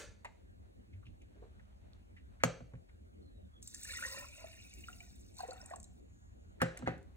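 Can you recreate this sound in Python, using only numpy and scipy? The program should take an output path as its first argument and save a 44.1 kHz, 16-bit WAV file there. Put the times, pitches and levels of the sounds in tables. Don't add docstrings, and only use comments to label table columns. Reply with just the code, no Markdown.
import sys
import numpy as np
from scipy import signal
from scipy.fft import rfft, irfft, next_fast_len
from scipy.io import wavfile
from scipy.ndimage import uniform_filter1d

SR = 44100
rng = np.random.default_rng(int(sys.argv[2]) if len(sys.argv) > 2 else 0)


def generate_wav(signal):
    frames = np.transpose(np.atleast_2d(signal))
    scaled = np.clip(frames, -1, 1) * 32767
    pcm = np.round(scaled).astype(np.int16)
    wavfile.write(sys.argv[1], SR, pcm)


N = 315756

# (time [s], level [dB],
# brightness [dB/octave], table boom [dB], glass ring [dB], crack [dB], rattle [dB], boom tilt [dB/octave])
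KNOCKS = [(-.03, -28, 4.3, -19, -24, -16.5, -3.5, 2), (2.435, -4, 0.63, -5.5, -12, -4.5, -21, 0),
          (6.6157, -9, -1.5, 2, -20, -12.5, -12.5, 1.5), (6.8729, -6, -9.5, -5.5, -7.5, -1.5, -11, 1)]
# (time [s], level [dB])
BOUNCES = [(2.603, -29.5), (2.734, -30.5), (6.822, -22)]
BOUNCE_CONTACT = (-9.5, 2.5, -5.5, -11, -15.5, -2.5)
# (frequency [Hz], level [dB], t60 [s])
TABLE_MODES = [(121.8, 1.5, 0.2), (170.5, 1.5, 0.17), (245.3, 4, 0.083), (383, -4, 0.03),
               (509.7, -4.5, 0.12), (525.4, -7.5, 0.3), (651, -13, 0.1), (726, -13.5, 0.12),
               (1130, 5, 0.014), (1350, -14.5, 0.05)]
# (frequency [Hz], level [dB], t60 [s])
GLASS_MODES = [(1534, 0, .03), (1655, -2, .04), (2110, -4, .04), (2512, -8, .04), (6625, -3, .08)]
# (frequency [Hz], level [dB])
CRACK_SPECTRUM = [(150, -33), (400, 3.5), (1000, -4.5), (1600, 1.5), (2600, -11.5), (4000, -18.5),
                  (6800, -18), (9500, -22), (13000, -28.5)]
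# (frequency [Hz], side over mid [dB])
TABLE_SIDE = [(60, -4), (130, -17), (290, -9), (640, -2), (1410, 0), (3100, 2), (6820, 0), (15000, 5)]
# (frequency [Hz], t60 [s])
ROOM_T60 = [(125, 0.33), (500, 0.49), (1000, 0.31), (2500, 0.43), (6500, 0.39), (12000, 0.22)]
# (frequency [Hz], level [dB])
ROOM_COLOUR = [(125, -1.5), (500, -9), (2000, -10.5), (5000, -3.5), (8000, -7.5), (10000, -18.5)]
# (frequency [Hz], relative level [dB])
HUSH_SPECTRUM = [(20, -23.5), (38, -7), (60, 5.5), (105, -6.5), (139, -24), (195, -10), (479, -28.5),
                 (670, -37), (966, -47), (1690, -41.5), (4790, -52.5), (6910, -46), (15200, -58.5)]
# (frequency [Hz], side over mid [dB])
HUSH_SIDE = [(60, -17.5), (110, 4), (200, -3), (380, 5), (700, 14.5), (1290, 11), (2380, 6), (4400, 8),
             (8120, -10.5), (15000, 5.5)]
# (frequency [Hz], depth [dB])
PATCH_DEPTH = [(60, 1.2), (200, 3), (700, 3.5), (3000, 2.5), (8000, .8)]
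# (time [s], rustle level [dB])
MOVES = [(.4, -77.5), (.55, -93), (.64, -76), (.73, -85), (.85, -82.5), (1.19, -85.5), (1.45, -70.5),
         (1.58, -78), (1.95, -74.5), (2.19, -89.5), (2.35, -75), (2.69, -94.5), (2.95, -82), (3.1, -88.5),
         (6.5, -83), (6.8, -58.5), (7.0, -81), (7.16, -75)]
# (frequency [Hz], relative level [dB])
RUSTLE_SPECTRUM = [(300, -17), (600, 6), (1200, -4.5), (2300, -5.5), (4200, -13.5), (5200, -21.0), (16000, -47.0)]
# (time [s], level [dB], centre [Hz], length [ms])
TOUCHES = [(0.246, -40.5, 950, 3), (0.246, -46, 1950, 13.5), (0.253, -38, 754, 5.6), (1.026, -64, 1200, 12),
           (1.053, -66, 2800, 25), (1.066, -58, 2400, 4), (1.419, -48.5, 460, 23),
           (1.595, -60.5, 1640, 8.3), (1.933, -53.5, 3540, 1.1), (2.164, -59.5, 2000, 18),
           (2.398, -56, 1720, 36), (2.715, -62.5, 614, 9.4), (2.752, -66, 1880, 6.4),
           (2.89, -62.5, 1770, 8.4), (6.601, -38.5, 1510, 47), (6.782, -46.5, 241, 120),
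           (6.768, -47.5, 1830, 11), (0.929, -66, 2130, 15), (1.212, -66.5, 2400, 15),
           (1.352, -56.5, 343, 27), (6.859, -41.5, 1610, 39)]
# (time [s], level [dB])
TICKS = [(0.2471, -49), (0.254, -52), (1.2196, -61), (6.774, -36.5), (6.7905, -46.5), (6.9795, -59),
         (7.0284, -61)]
# (time [s], level [dB], frequency [Hz], length [s])
THUMPS = [(0.925, -44.5, 96, .09), (1.058, -50, 115, .04), (2.735, -45, 125, .04)]
# (time [s], frequency [Hz], level [dB])
WHISTLES = [
    [(3.22, 4290, -86), (3.48, 3570, -89)],
    [(3.51, 3420, -91), (3.56, 3360, -69.5), (3.63, 3295, -84.5)],
    [(5.85, 7020, -87.5), (6.2, 6870, -81.5), (6.55, 6900, -82)],
]
# (time [s], spray level [dB], gurgle level [dB])
POUR = [(3.62, -67.5, -100), (3.76, -61.5, -67.5), (3.83, -56.5, -66), (3.95, -52, -53.5), (4.17, -53, -53),
        (4.25, -62, -61.5), (4.31, -62.5, -76), (4.42, -64.5, -60), (4.55, -67.5, -71), (4.8, -66, -74.5),
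        (4.9, -66, -72), (5.1, -69.5, -82.5), (5.32, -74.5, -107), (5.4, -62.5, -65.5), (5.53, -75, -62),
        (5.6, -70, -68), (5.74, -75, -59), (5.84, -94, -94), (6.0, -82, -100)]
# (time [s], note of the air above the water [Hz], note over gurgle [dB],
# typical bubble pitch [Hz])
FILL = [(3.95, 508, -21, 1990), (4.05, 530, -8, 1720), (4.2, 547, -2.5, 1420), (4.4, 623, 3, 1620),
        (4.7, 690, -9.5, 2520), (5.0, 721, 5, 2080), (5.4, 744, 11.5, 1420), (5.71, 758, 0, 1370),
        (5.8, 718, 17, 1370)]
# (frequency [Hz], relative level [dB])
FIZZ_SPECTRUM = [(2800, -18), (3700, 6), (4500, 1.5), (6200, 6), (8500, 6.5), (10600, -3), (13500, -7),
                 (15500, -2)]
# (frequency [Hz], width [Hz], gain [dB])
WET_JAR = [(1007, 50, 9.5), (1440, 80, 7.5), (1860, 87, 10), (2760, 40, 9)]
# (time [s], level [dB])
CHURN = [(3.62, -100), (3.9, -58), (4.25, -61), (4.5, -66), (4.85, -69), (5.15, -83), (5.33, -85),
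         (5.42, -69.5), (5.7, -74.5), (5.9, -102)]
# (time [s], level [dB])
DROPS = [(3.6266, -49), (3.675, -43.5), (3.7455, -40), (3.8326, -42), (3.8473, -48), (3.921, -46),
         (4.738, -59), (4.883, -64), (5.0034, -60), (5.3683, -58), (5.3832, -56.5), (5.478, -56.5),
         (5.5313, -54), (5.4054, -57.5), (5.5078, -54), (5.6595, -50), (5.6998, -57.5), (5.7594, -50.5),
         (5.8005, -55), (5.8296, -56.5), (5.8414, -56)]
# (time [s], level [dB], starting pitch [Hz])
BUBBLES = [(3.741, -54, 1750), (3.895, -43.5, 1708), (3.934, -46, 1442), (4.037, -36.5, 1816),
           (3.949, -48, 1887), (4.06, -46, 1870), (4.145, -49, 998), (4.929, -53, 2760), (4.096, -49, 1920),
           (4.245, -51, 1024), (3.851, -47.5, 1746), (3.917, -43.5, 1829), (3.986, -51, 1372),
           (4.024, -33, 1450), (4.049, -33.5, 1845), (4.173, -52, 1312), (4.222, -49.5, 1005),
           (4.008, -49, 2300), (4.408, -57, 2300), (4.47, -58, 2350), (4.648, -60, 2500),
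           (4.838, -54, 2350), (5.004, -57, 2850), (4.837, -50, 2800), (4.884, -42, 1370),
           (5.004, -48.5, 2299), (5.391, -45, 972), (5.404, -43, 750.5), (5.433, -36.5, 715.4),
           (5.448, -48.5, 458), (5.486, -38.5, 487.6), (5.385, -53, 4410), (5.405, -51.5, 4280),
           (5.4034, -50, 1540), (5.535, -53, 500), (5.628, -56, 600), (5.508, -53.5, 4346),
           (5.534, -61, 2500), (5.614, -52, 5570), (5.7082, -54, 1590), (5.761, -61, 1770),
           (5.842, -64, 3950), (5.735, -43, 717), (5.71, -42, 643), (5.734, -41, 1037)]
# (frequency [Hz], side over mid [dB])
POUR_SIDE = [(270, -15.5), (450, -11), (740, 0), (1220, -7), (2010, -1), (3330, 5.5), (5500, 5),
             (9080, -14), (15000, 13)]
# (frequency [Hz], gain [dB])
MID_COLOUR = [(25, -26.5), (42, -1.5), (2800, -3.5), (3250, -5.5), (3700, -1.5), (4500, -2.5), (5100, -11),
              (5800, -2), (11000, 0), (12300, -17), (13300, 0.5)]

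LEAD = 4410
HUSH_DB = -56.5
TICK_HZ, DROP_HZ = 7400, 7810
SCATTER = 0.06
POUR_S = (3.62, 6.0)
SIZE_SPREAD = 0.5
CHURN_HZ, CHURN_WIDTH_HZ = 2353, 262
BUBBLE_T60_S, BUBBLE_DAMPING = 0.043, 0.23
EDGE_HZ = 15900


def amp(db):
    return 10 ** (np.asarray(db) / 20)


def evened(x):
    return x / np.sqrt(np.mean(x ** 2) + 1e-20)


def read(points, hz):
    f, value = np.transpose(points)
    return np.interp(np.log(hz + 1), np.log(f + 1), value)


def columns(rows):
    s, *cols = np.transpose(rows)
    return [np.interp(np.arange(N) / SR, s, c) for c in cols]


def add(mix, s, sound):
    part = mix[round(s * SR):][:len(sound)]
    part += sound[:len(part)]


def colour(x, points):
    n = next_fast_len(x.shape[-1])
    gain = amp(read(points, np.fft.rfftfreq(n, 1 / SR)))
    return irfft(rfft(x, n) * gain, n)[..., :x.shape[-1]]


def resonate(x, hz, width):
    turn = np.exp(2j * np.pi * np.cumsum(hz * np.ones(len(x))) / SR)
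    r = np.exp(-np.pi * width / SR)
    return 2 * (turn * signal.lfilter([1 - r], [1, -r], x / turn)).real


def flutter(width, depth_db, size=N):
    drift = uniform_filter1d(uniform_filter1d(rng.standard_normal(size), width), width)
    return amp(depth_db * evened(drift))


def grainy(per_s, spread_db, bed, size=N):
    sign, chance, plain = rng.standard_normal(size), rng.random(size), rng.standard_normal(size)
    sizes = amp(spread_db * np.minimum(rng.exponential(1, size), 4))
    clicks = sign * sizes * (chance < per_s / SR)
    return evened(evened(clicks) + bed * plain)


def ports(x, side):
    turned = colour(signal.hilbert(x, next_fast_len(len(x)))[:len(x)].imag, side)
    return np.array([x - turned, x + turned])


def room(x):
    taps = np.zeros((2, SR // 2))
    at = np.arange(200, SR // 2 - 20, 10) + rng.integers(0, 10, (2, (SR // 2 - 211) // 10))
    np.put_along_axis(taps, at, rng.choice([-1., 1.], at.shape), 1)
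    taps += .6 * taps[::-1]
    hz, t, z = signal.stft(taps, SR, nperseg=256)
    decay = amp(-60 * t / read(ROOM_T60, hz)[:, None])
    tail = signal.istft(z * decay, SR, nperseg=256)[1]
    tail = colour(tail / np.linalg.norm(tail[0]), ROOM_COLOUR)
    tail *= flutter(300, 0.83, tail.shape[1])
    return signal.fftconvolve(x[None], tail, axes=1)[:, :len(x)]


def ring(modes, t, scatter_db, tilt_db=0):
    total = np.zeros(len(t))
    for hz, db, t60 in modes:
        start_db = db + tilt_db * np.log2(hz / 250) + scatter_db * rng.standard_normal()
        total += amp(start_db - 60 * t / t60) * (1 - np.exp(-t * hz / 1.3)) * np.sin(2 * np.pi * hz * t)
    return total


def knocks():
    near, far = np.zeros(N + LEAD), np.zeros(N + LEAD)
    t = np.arange(16384) / SR
    hz = np.fft.rfftfreq(len(t), 1 / SR)
    lag = np.exp(-4j * np.pi * 0.046 * np.sqrt(hz + 60))
    hit, rebound = np.exp(-((t - .001) * 25000) ** 2), np.exp(-((t - .0016) * 25000) ** 2)
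    crack = colour(hit - 0.39 * rebound, CRACK_SPECTRUM)
    crack = crack / abs(crack).max()
    contacts = KNOCKS + [row + BOUNCE_CONTACT for row in BOUNCES]
    for s, db, slope_db, boom_db, glass_db, crack_db, rattle_db, tilt_db in contacts:
        noise = evened(colour(rng.standard_normal(len(t)), CRACK_SPECTRUM))
        rattle = noise * np.exp(-t / 0.0079) * (t > .001)
        boom = amp(boom_db) * ring(TABLE_MODES, t, 0.51, tilt_db)
        body = boom + amp(glass_db) * ring(GLASS_MODES, t, 0.59)
        clatter = amp(crack_db) * crack + amp(rattle_db) * rattle
        blow = np.array([0.13 * body + clatter, 0.03 * body + clatter])
        blow = irfft(rfft(blow) * lag * amp(slope_db * np.log2(1 + hz / 1000)))
        blow = amp(db) * blow * np.clip((.35 - t) * 20, 0, 1)
        add(near, s + LEAD / SR, blow[0])
        add(far, s + LEAD / SR, blow[1])
    return ports(near[LEAD:], TABLE_SIDE) + room(far)[:, LEAD:]


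def hush():
    frames, hz = N // 512 + 5, np.fft.rfftfreq(2048, 1 / SR)
    a, b, c, d, patches = rng.standard_normal((frames, 1025, 5)).T
    patches = evened(uniform_filter1d(uniform_filter1d(patches, 20, 0), 5, 1))
    patch_db = read(PATCH_DEPTH, hz)[:, None] * patches
    z = np.array([a + 1j * b, (c + 1j * d) * amp(read(HUSH_SIDE, hz))[:, None]])
    z = z * amp(read(HUSH_SPECTRUM, hz)[:, None] + patch_db)
    mid, side = signal.istft(z, nperseg=2048, noverlap=1536)[1][:, :N]
    return amp(HUSH_DB) * np.array([mid + side, mid - side]) / mid.std()


def movement():
    rustle_db, = columns(MOVES)
    rustle = np.array([grainy(900, 2.2, 1.1) for _ in range(2)])
    rustle = colour(rustle + 0.5 * rustle[::-1], RUSTLE_SPECTRUM)
    return amp(rustle_db) * evened(rustle * flutter(1500, 1.4))


def touches():
    out, t = np.zeros(N), np.arange(8000) / SR
    for s, db, hz, ms in TOUCHES:
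        noise = rng.standard_normal(len(t))
        puff = evened(resonate(resonate(noise, hz, 0.32 * hz), hz, 0.81 * hz))
        swell = (1 - np.exp(-4000 * t / ms)) * np.exp(-1000 * t / ms)
        add(out, s, amp(db) * puff * swell)
    return out


def snaps(rows, centre_hz, width_hz, decay_s, tail_db):
    out, t = np.zeros(N), np.arange(2000) / SR
    for s, db in rows:
        hz = centre_hz * (1 + SCATTER * rng.uniform(-1.53, 1))
        noise = rng.standard_normal(len(t))
        burst = evened(resonate(resonate(noise, hz, width_hz), hz, width_hz))
        fall = np.exp(-t / decay_s) + amp(tail_db) * np.exp(-t / 0.0045)
        add(out, s, amp(db) * burst * (1 - np.exp(-t / 0.00028)) * fall)
    return out


def thumps():
    out = np.zeros(N)
    for s, db, hz, length in THUMPS:
        t = np.arange(0, length, 1 / SR)
        swell = np.sqrt(abs(np.sin(np.pi * t / length)))
        add(out, s, amp(db) * swell * np.sin(2 * np.pi * hz * t))
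    return out


def whistles():
    out = np.zeros(N)
    for rows in WHISTLES:
        hz, db = columns(rows)
        width = 1.2 * (rows[-1][1] / 1000) ** 3.3
        on = slice(round(rows[0][0] * SR), round(rows[-1][0] * SR))
        band = evened(resonate(resonate(rng.standard_normal(N), hz, width), hz, 2 * width) * flutter(900, 2.8))
        out[on] += (amp(db) * band)[on]
    return out


def spray(n):
    specks = np.zeros(n)
    for hz in np.geomspace(3600, 15000, num=12):
        grains = grainy(360, 4.9 * min(hz / 6000, 1), 1.4, n) * flutter(400, 4.8, n)
        specks += resonate(resonate(grains, hz, 0.18 * hz), hz, 0.18 * hz)
    return evened(colour(specks, FIZZ_SPECTRUM) * flutter(150, 1.0, n))


def gurgling(n, centre_hz):
    cloud, t = np.zeros(n), np.arange(2048) / SR
    for hz in np.geomspace(750, 3100, num=30):
        pop = np.exp(-t * hz / 9) * (1 - np.exp(-t / 0.00055)) * np.sin(2 * np.pi * hz * t)
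        share = np.exp(-(np.log(hz / centre_hz) / SIZE_SPREAD) ** 2)
        births = grainy(60, 3.2, 0.3, n) * share
        cloud += signal.oaconvolve(births, pop / np.linalg.norm(pop))[:n]
    cloud = 0.47 * cloud
    gurgle = cloud.copy()
    for hz, width, db in WET_JAR:
        drift = flutter(2500, .2, n)
        gurgle += amp(db) * resonate(cloud / 0.47, hz * drift, width) * flutter(500, 4.6, n)
    return evened(gurgle)


def air_note(n, note_hz):
    note_hz = note_hz * flutter(1200, .25, n)
    note = resonate(resonate(grainy(80, 2.7, 1.0, n), note_hz, 40), note_hz, 430)
    return evened(note * flutter(600, 2.8, n))


def churning(n):
    churn = np.zeros(n)
    for hz in CHURN_HZ + CHURN_WIDTH_HZ * np.linspace(-.5, 1.5, num=5):
        band = resonate(grainy(150, 3.5, .8, n), hz * flutter(1500, .25, n), 95)
        churn += resonate(band, hz, 300) * flutter(600, 4, n)
    return evened(churn)


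def stream():
    on = slice(round(POUR_S[0] * SR), round(POUR_S[1] * SR))
    n = on.stop - on.start
    curves = np.array(columns(POUR) + columns(FILL) + columns(CHURN))[:, on]
    fizz_db, gurgle_db, note_hz, note_db, centre_hz, churn_db = curves
    fizz = amp(fizz_db) * spray(n)
    inside = amp(gurgle_db) * (gurgling(n, centre_hz) + amp(note_db) * air_note(n, note_hz))
    out = np.zeros(N)
    out[on] = amp(churn_db) * churning(n) + fizz + inside
    return out


def bubbles():
    out, t = np.zeros(N), np.arange(5000) / SR
    for s, db, hz in BUBBLES:
        t60 = BUBBLE_T60_S * (1000 / hz) ** BUBBLE_DAMPING
        swell = amp(-60 * t / max(t60, .005)) * (1 - np.exp(-t * hz / 3))
        wobble = 1 + 0.33 * evened(uniform_filter1d(rng.standard_normal(len(t)), 120))
        quiver = 0.02 * np.cumsum(evened(uniform_filter1d(rng.standard_normal(len(t)), 150))) / SR
        tone = np.sin(2 * np.pi * hz * (t + 1.7 * t ** 2 + quiver))
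        add(out, s, amp(db) * swell / swell.max() * wobble * tone)
    return out


def scene():
    hands = touches() + snaps(TICKS, TICK_HZ, 5300, 0.00039, -14.5)
    water = whistles() + stream() + snaps(DROPS, DROP_HZ, 2120, 0.0027, -1.2)
    pops = bubbles()
    near = ports(water + pops, POUR_SIDE) + ports(hands + thumps(), TABLE_SIDE)
    echoes = amp(-1.5) * room(water + hands + amp(-4) * pops)
    return knocks() + near + echoes + hush() + movement()


def record(dry):
    mid, side = colour(dry.mean(0), MID_COLOUR), (dry[0] - dry[1]) / 2
    both = np.array([mid + side, mid - side])
    lowpass = signal.firwin(511, EDGE_HZ, window=("kaiser", 9), fs=SR)
    return signal.oaconvolve(both, lowpass[None], "same")


dry = scene()
out = record(dry)
generate_wav(out)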